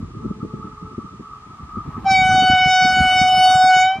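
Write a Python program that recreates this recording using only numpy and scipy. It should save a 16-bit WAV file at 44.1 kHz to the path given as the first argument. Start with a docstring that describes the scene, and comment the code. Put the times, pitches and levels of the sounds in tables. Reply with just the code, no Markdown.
"""One long air-horn note from a fast train approaching on open track: drifting, shimmering harmonics.
Masts beside the line return delayed copies that slide down in pitch as the train passes them.
The rails sing (noise through narrow resonances) over the coloured noise of rolling;
a far horn hums on two sines, gusts of low noise buffet two microphone ports, faint air noise lies below."""
import sys
import numpy as np
from scipy import signal
from scipy.fft import rfft, irfft
from scipy.io import wavfile

SR = 44100
rng = np.random.default_rng(int(sys.argv[2]) if len(sys.argv) > 2 else 0)


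def nominal_scale(level):
    """Amplitude ratio for a level in decibels (scalar or array-like)."""
    x = np.asarray(level, float) / 20
    return 10 ** x


def transcribe(u):
    """Save the signal u as a 16-bit wav file named by the first command-line argument.

    u: samples, shape (n,) or (channels, n), limited to [-1, 1]; the rate is SR.
    q: integer samples, one column per channel.
    """
    v = np.clip(np.atleast_2d(u).T, -1, 1)
    q = np.round(v * 32767).astype(np.int16)
    wavfile.write(sys.argv[1], SR, q)


N = 176400

# horn pitch, high while the air pressure is low: time_s, pitch_hz
HORN_PITCH = [(2.05, 775), (2.07, 775), (2.1, 769.5), (2.13, 762.5), (2.17, 755.5), (2.22, 751.6),
              (2.32, 748.4), (2.5, 745.5), (2.9, 744.2), (3.3, 743.9), (3.7, 743.3), (3.8, 743.7),
              (3.85, 749.2), (3.9, 758), (3.94, 764), (3.99, 779)]
# horn's lower partials: time_s, partial_1_db, partial_2_db, partial_3_db, partial_4_db
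HORN_LOWER = [(2.045, -39, -48, -61, -65), (2.065, -14, -43.5, -35.5, -43), (2.093, -14, -29, -23.5, -59),
              (2.115, -13.5, -26.5, -19.5, -38), (2.159, -16, -40, -17.5, -30.5),
              (2.197, -14.5, -29, -16.5, -46), (2.245, -15, -24, -21, -27), (2.337, -14, -20, -28.5, -30.5),
              (2.397, -11.5, -26, -25.5, -25), (2.429, -16.5, -24, -31, -21.5),
              (2.527, -13.5, -19, -23.5, -23), (2.653, -17.5, -24, -19, -23.5),
              (2.695, -16.5, -26.5, -21.5, -26), (2.771, -15.5, -19.5, -25.5, -25.5),
              (2.859, -15, -20, -21, -28), (2.907, -16.5, -20, -31, -30.5), (2.945, -20.5, -18, -24, -22),
              (2.989, -15, -19, -25, -27.5), (3.109, -18, -25, -21, -20.5), (3.239, -15, -27, -20.5, -26.5),
              (3.315, -14, -35, -32, -22.5), (3.397, -12.5, -25.5, -24, -21.5),
              (3.461, -10.5, -27, -34, -21), (3.537, -12, -24, -31, -29.5), (3.593, -13, -25, -40.5, -33),
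              (3.625, -10, -19.5, -36, -40), (3.663, -10.5, -21, -26, -57), (3.739, -11.5, -18, -24, -22),
              (3.831, -14, -24, -19.5, -28.5), (3.917, -17.5, -28.5, -29.5, -28.5),
              (3.961, -23.5, -40, -29.5, -34), (3.995, -45, -47, -37, -47)]
# common level of the horn's upper partials: time_s, partials_5_to_9_db, partials_10_to_20_db
HORN_UPPER = [(2.045, -75, -83), (2.055, -52, -86), (2.115, -26, -45.5), (2.185, -30, -53),
              (2.201, -31.5, -53), (2.239, -28, -51), (2.255, -33, -49), (2.349, -29, -52),
              (2.397, -29, -47.5), (2.561, -35.5, -54), (2.593, -29, -49), (2.631, -34.5, -55.5),
              (2.739, -26, -47.5), (2.979, -31.5, -45), (3.043, -36, -47), (3.207, -27.5, -44),
              (3.223, -29, -47.5), (3.337, -32, -46), (3.429, -27, -38), (3.635, -29, -42.5),
              (3.723, -32.5, -48.5), (3.815, -26, -44), (3.859, -36, -56), (3.995, -42, -82)]
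# upper partials relative to that level: multiple, relative_db
UPPER_PARTIALS = [(5, -4), (6, -7), (7, -6.5), (8, -15), (9, -15), (10, -5.5), (11, -6.5), (12, -14),
                  (13, -13.5), (14, -15), (15, -21.5), (16, -24.5), (17, -27), (18, -28.5), (19, -37),
                  (20, -36)]
# horn's stereo side: frequency_hz, side_re_mid_db
HORN_SIDE = [(700, -38), (1500, -24.5), (2300, -22), (4000, -19), (8000, -8.5), (14000, -9.5)]
WAVER_RATIO, WAVER_HZ = 0.00037, 19
SHIMMER_DB, SHIMMER_HZ, SHIMMER_EXPONENT = -24, 23.5, 0.78
FADING_DB, FADING_HZ = 4, 6.6
RELEASE_S, DULLING_DB_PER_S_PER_PARTIAL = 3.88, 22

# masts that the horn passes: pass_s, distance_from_track_m, echo_db
MASTS = [(2.33, 3.0, -30), (2.62, 5.1, -34.5), (2.97, 6.5, -29), (3.3, 3, -41)]
TRAIN_M_PER_S, SOUND_M_PER_S = 28, 343
CLUTTER_COUNT, CLUTTER_MIN_DB, NEAR_CUT_HZ = 12, -40, 1630
# trees and walls still ahead of the train
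DISTANT_COUNT, DISTANT_MIN_DB, DISTANT_CUT_HZ = 8, -22, 6400
FALLOFF_EXPONENT, SCATTER_DB, SCATTER_HZ = 1.4, 5.5, 16

# singing rails: time_s, level_db
RAIL_LEVEL = [(0.0, -45.5), (0.32, -42), (0.39, -56), (0.42, -36.5), (0.47, -47), (0.52, -38), (0.54, -44),
              (0.63, -38.5), (0.77, -46.5), (0.78, -40), (1.01, -42), (1.04, -37.5), (1.2, -48.5),
              (1.24, -39.5), (1.36, -37.5), (1.4, -43.5), (1.7, -40.5), (1.76, -32), (1.93, -42),
              (1.96, -32), (2.03, -46.5), (2.07, -35.5), (2.15, -47.5), (2.36, -40), (2.75, -48),
              (2.78, -42), (2.99, -43), (3.06, -40.5), (3.46, -42), (3.54, -31.5), (3.58, -44), (3.65, -39),
              (3.68, -51), (4.0, -49)]
# rail resonances: centre_hz, width_hz, level_db
RAIL_MODES = [(1152.7, 22.3, -1.8), (1212.6, 34.5, -0.92), (1250, 67, -2.1), (1302.4, 29.3, -0.49)]
RAIL_FLICKER_DB, RAIL_FLICKER_HZ = 1.5, 37

# rolling noise, before the fixed gain: time_s, level_db
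ROLL_LEVEL = [(0.0, -62.5), (0.23, -61.5), (0.38, -62), (0.7, -60.5), (1.02, -62.5), (1.17, -62),
              (1.74, -57), (1.94, -50.5), (2.36, -51.5), (3.07, -55), (3.58, -47.5), (4.0, -54)]
# rolling spectrum: frequency_hz, level_db
ROLL_COLOUR = [(500, -37), (650, -5), (850, 1), (1100, 5), (1400, -8), (2000, -12), (3500, -22),
               (7000, -39), (12000, -41)]
# rolling left-right likeness: frequency_hz, correlation
ROLL_ALIKE = [(500, 0.92), (3000, 0.78)]
ROLL_GAIN_DB, ROLL_FLICKER_DB, ROLL_FLICKER_HZ = 6.5, 1.2, 16

# far horn: time_s, level_db
FAR_HORN_LEVEL = [(.14, -92), (.2, -49.5), (.6, -46.5), (.72, -48), (.9, -46.5), (.96, -56.5), (1.2, -59),
                  (1.5, -57.5), (1.7, -88)]
# far horn's partials: frequency_hz, relative_db
FAR_PARTIALS = [(430.7, -1), (866.7, -9)]

# steady wind on the ports: time_s, level_db
WIND_LEVEL = [(0.0, -34.5), (0.44, -40), (0.79, -43.5), (0.92, -42), (1.24, -47.5), (1.58, -47.5),
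              (1.9, -36), (2.27, -33.5), (2.37, -28), (2.65, -47), (2.9, -36.5), (3.01, -32), (3.77, -47),
              (4.0, -50)]
# wind spectrum: frequency_hz, level_db
WIND_COLOUR = [(12, -41), (20, -16), (51, 2), (103, 3), (225, -1), (433, -11.5), (528, -22), (567, -42),
               (600, -20.5), (780, -53), (1320, -120)]
# wind left-right likeness: frequency_hz, correlation
WIND_ALIKE = [(30, 1), (60, 0.93), (125, 1), (250, 0.87), (500, 0.44)]
WIND_SPLIT_HZ, PORTS_ALIKE_BELOW_HZ = 100, 90
LOW_LUMPS_DB, LOW_LUMPS_HZ, HIGH_LUMPS_DB, HIGH_LUMPS_HZ = 3, 8.3, 5, 20.4
# single buffets, before delay and trim: start_s, peak_db, centre_hz
BUFFETS = [(0.019, -17, 129), (0.089, -46, 120), (0.158, -20, 162), (0.254, -16, 137), (0.283, -28, 108),
           (0.3, -12, 207), (0.359, -30, 148), (0.423, -12, 236), (0.442, -17, 310), (0.531, -15, 250),
           (0.589, -25.5, 159), (0.637, -22, 157), (0.719, -49, 156), (0.818, -21.5, 121),
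           (0.842, -26, 205), (0.976, -13, 226), (1.038, -22.5, 146), (1.191, -23, 228), (1.625, -23, 64),
           (1.764, -16, 194), (1.873, -18.5, 102), (1.96, -27, 64.6), (2.027, -26, 173), (2.1, -16.5, 99),
           (2.159, -25, 72.7), (2.208, -14.5, 112), (2.247, -18, 143), (2.284, -19, 117.3),
           (2.337, -19, 292), (2.374, -14.5, 214.3), (2.417, -13.5, 290), (2.488, -8, 115),
           (2.527, -12, 85), (2.598, -23, 72), (2.655, -11.5, 162.4), (2.81, -23, 115.3),
           (2.84, -14.5, 212), (2.958, -16, 179), (2.998, -8.5, 63), (3.038, -29, 76), (3.131, -31, 264),
           (3.208, -9, 122), (3.316, -26, 181.6), (3.543, -15, 130.4), (3.632, -19, 182.6),
           (3.757, -21.5, 304), (3.949, -26, 211), (3.98, -21.5, 186)]
BUFFET_DELAY_S, BUFFET_TRIM_DB = 0.0023, -2.5
BUFFET_RISE_S, BUFFET_FALL_S, BUFFET_TAIL_RATIO = 0.0061, 0.022, 0.56

# background air spectrum: frequency_hz, level_db
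AIR_COLOUR = [(240, -47), (400, -14), (567, -19), (841, -50.5), (1270, -22.5), (1430, -10.5), (7240, -22),
              (10400, -31.5), (11600, -75), (15000, -74)]
# air left-right likeness: frequency_hz, correlation
AIR_ALIKE = [(60, 0.22), (180, 0.97), (540, 1), (1630, -0.38), (4900, -0.51), (14700, -0.27)]
AIR_DB = -56


def rms_one(x):
    """Scale to rms 1."""
    return x / np.sqrt(np.mean(x ** 2) + 1e-20)


def in_time(rows, before=None):
    """Columns of a time table at every sample; `before` applies ahead of the first row."""
    time_s, *columns = np.transpose(rows)
    return [np.interp(np.arange(N) / SR, time_s, column, left=before) for column in columns]


def at_hz(points, hz):
    """Read a two-column table on a log-frequency axis."""
    points_hz, values = np.transpose(points)
    return np.interp(np.log(hz), np.log(points_hz), values)


def drift(rate_hz):
    """Slow random curve of spread 1: twice-smoothed noise, computed every 40 samples."""
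    pole = np.exp(-2 * np.pi * rate_hz * 40 / SR)
    noise = rng.standard_normal(N // 40 + 2002)
    slow = signal.lfilter([1], [1, -2 * pole, pole * pole], noise)[2000:]   # drop the run-in
    return np.interp(np.arange(N) / 40, np.arange(len(slow)), rms_one(slow))


def coloured(spectrum, likeness):
    """Stereo noise of rms 1, shaped in frequency; mid/side weights set the left-right correlation."""
    hz = np.maximum(np.arange(N // 2 + 1) * SR / N, 5)
    alike = np.clip(at_hz(likeness, hz), -1, 1)
    mid, side = rfft(rng.standard_normal((2, N))) * nominal_scale(at_hz(spectrum, hz))
    stereo = np.sqrt(1 + alike) * mid + np.sqrt(1 - alike) * side * [[1], [-1]]
    return rms_one(irfft(stereo, N))


def horn():
    """Harmonics of the diaphragm; turbulent air makes each shimmer, and the upper ones fade, on its own."""
    pitch_hz, = in_time(HORN_PITCH)
    levels_db = in_time(HORN_LOWER, before=-120)
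    upper_db = in_time(HORN_UPPER, before=-120)
    for multiple, relative_db in UPPER_PARTIALS:
        fading_db = FADING_DB * np.minimum(drift(FADING_HZ), 1.5)
        group_db = upper_db[1 if multiple >= 10 else 0]
        levels_db.append(group_db + relative_db + fading_db)
    phase = 2 * np.pi * np.cumsum(pitch_hz * (1 + WAVER_RATIO * drift(WAVER_HZ))) / SR
    dulling_db = DULLING_DB_PER_S_PER_PARTIAL * np.maximum(np.arange(N) / SR - RELEASE_S, 0)
    mid, side = 0, 0
    for k, level_db in enumerate(levels_db, 1):
        angle = k * phase + 0.91 * drift(2.1)
        random_turn = drift(SHIMMER_HZ) + 1j * drift(SHIMMER_HZ)
        shimmer = nominal_scale(SHIMMER_DB) * k ** SHIMMER_EXPONENT * random_turn
        tone = np.sqrt(2) * nominal_scale(level_db - k * dulling_db) * (1 + shimmer) * np.exp(1j * angle)
        mid = mid + tone.imag
        # side: a quarter turn from mid, with wandering phase and level
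        side_turn = 1j + 0.18 * drift(11) + 0.35j * drift(8.5) + 0.3 * drift(45) + 0.3j * drift(45)
        side_gain = nominal_scale(at_hz(HORN_SIDE, k * pitch_hz.mean()))
        side = side + side_gain * (tone * side_turn).imag
    return mid, side


def echoes(direct):
    """The detour via a reflector grows as the horn passes it, so its echo drops in pitch and fades;
    reflectors still ahead give echoes only slightly flat, which beat with the note."""
    # random reflectors: pass_s, distance_from_track_m, echo_db
    clutter = rng.random((CLUTTER_COUNT, 3)) * [2.2, 8, 6] + [1.7, 3, CLUTTER_MIN_DB]
    distant = rng.random((DISTANT_COUNT, 3)) * [2.5, 24, 6] + [5.2, 16, DISTANT_MIN_DB]
    near = list(MASTS) + list(clutter)
    t, out = np.arange(N) / SR, np.zeros((2, N))
    for reflectors, cut_hz in ((near, NEAR_CUT_HZ), (distant, DISTANT_CUT_HZ)):
        group = 0
        for pass_s, distance_m, echo_db in reflectors:
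            past_m = TRAIN_M_PER_S * (t - pass_s)
            away_m = np.hypot(past_m, distance_m)
            echo = np.interp(t - (away_m + past_m) / SOUND_M_PER_S, t, direct)
            gain = nominal_scale(echo_db + SCATTER_DB * drift(SCATTER_HZ)) * (distance_m / away_m) ** FALLOFF_EXPONENT
            spread = rng.uniform(-1, 1)
            group = group + gain * echo * [[1], [spread]]
        out += signal.sosfilt(signal.butter(2, cut_hz, fs=SR, output="sos"), group)
    mid, spread = out
    return mid, np.gradient(spread)


def rails():
    """Wheel noise carried ahead in the rails rings in a few close resonances."""
    out = 0
    for centre_hz, width_hz, level_db in RAIL_MODES:
        edges_hz = [centre_hz - width_hz / 2, centre_hz + width_hz / 2]
        band = signal.butter(2, edges_hz, "band", fs=SR, output="sos")
        mid, side = signal.sosfilt(band, rng.standard_normal((2, N)))
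        gain = nominal_scale(level_db + RAIL_FLICKER_DB * drift(RAIL_FLICKER_HZ))
        out = out + gain * (mid + nominal_scale(-10.5) * side * [[1], [-1]])
    return nominal_scale(in_time(RAIL_LEVEL)[0]) * rms_one(out)


def rolling():
    """Rolling noise of the train: coloured noise with a flickering level."""
    level_db = in_time(ROLL_LEVEL)[0] + ROLL_GAIN_DB
    flicker_db = ROLL_FLICKER_DB * drift(ROLL_FLICKER_HZ)
    return nominal_scale(level_db + flicker_db) * coloured(ROLL_COLOUR, ROLL_ALIKE)


def far_horn():
    """A faint note from far off: two sines of wandering level and phase."""
    t, note = np.arange(N) / SR, 0
    for hz, relative_db in FAR_PARTIALS:
        gain = nominal_scale(relative_db + 1.9 * drift(7.3))
        note = note + gain * np.sin(2 * np.pi * hz * t + 1.2 * drift(2.6))
    return np.sqrt(2) * nominal_scale(in_time(FAR_HORN_LEVEL)[0]) * note


def steady_wind():
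    """Low noise on the ports, lows and highs lumping apart."""
    noise = coloured(WIND_COLOUR, WIND_ALIKE)
    lows = signal.sosfiltfilt(signal.butter(2, WIND_SPLIT_HZ, fs=SR, output="sos"), noise)
    highs = noise - lows
    lumpy_lows = lows * nominal_scale(LOW_LUMPS_DB * drift(LOW_LUMPS_HZ))
    lumpy_highs = highs * nominal_scale(HIGH_LUMPS_DB * drift(HIGH_LUMPS_HZ))
    return nominal_scale(in_time(WIND_LEVEL)[0]) * (lumpy_lows + lumpy_highs)


def buffets():
    """Single gusts: short noise bursts that swell and die, each in a band of its own."""
    noise, out = coloured(WIND_COLOUR, WIND_ALIKE), np.zeros((2, N))
    t = np.arange(SR // 8) / SR
    rise = t / BUFFET_RISE_S
    swell = (rise * np.exp(1 - rise)) ** 2
    tail = BUFFET_TAIL_RATIO * np.exp(-t / BUFFET_FALL_S) * (1 - np.exp(-rise))
    shape = swell + tail
    for start_s, peak_db, centre_hz in BUFFETS:
        i = int((start_s + BUFFET_DELAY_S) * SR)
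        burst = noise[:, i:i + len(t)] * shape[:N - i]
        band = signal.butter(1, [centre_hz * 0.82, centre_hz * 2.05], "band", fs=SR, output="sos")
        puff = signal.sosfilt(band, burst)
        out[:, i:i + len(t)] += nominal_scale(peak_db + BUFFET_TRIM_DB) * puff / np.abs(puff).max()
    return out


def wind():
    """Steady wind and buffets; the left-right difference loses its lows, so the ports agree there."""
    out = steady_wind() + buffets()
    high_pass = signal.butter(2, PORTS_ALIKE_BELOW_HZ, "high", fs=SR, output="sos")
    difference = signal.sosfiltfilt(high_pass, out[0] - out[1])
    return out.mean(axis=0) + difference * [[0.5], [-0.5]]


def air():
    """Faint steady coloured noise."""
    return nominal_scale(AIR_DB) * coloured(AIR_COLOUR, AIR_ALIKE)


def scene():
    """Horn and echoes over rails, rolling, far horn, wind and air."""
    mid, side = horn()
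    echo, echo_spread = echoes(mid)
    side = side + nominal_scale(4.5) * echo_spread
    note = mid + side * [[1], [-1]] + echo
    return note + rails() + rolling() + far_horn() + wind() + air()


def top_cut(x):
    """Nothing passes above the cut-off."""
    return signal.sosfilt(signal.butter(12, 15340, fs=SR, output="sos"), x)


def record(dry):
    """Finished stereo mix to output signal."""
    return top_cut(dry)


dry = scene()
out = record(dry)
transcribe(out)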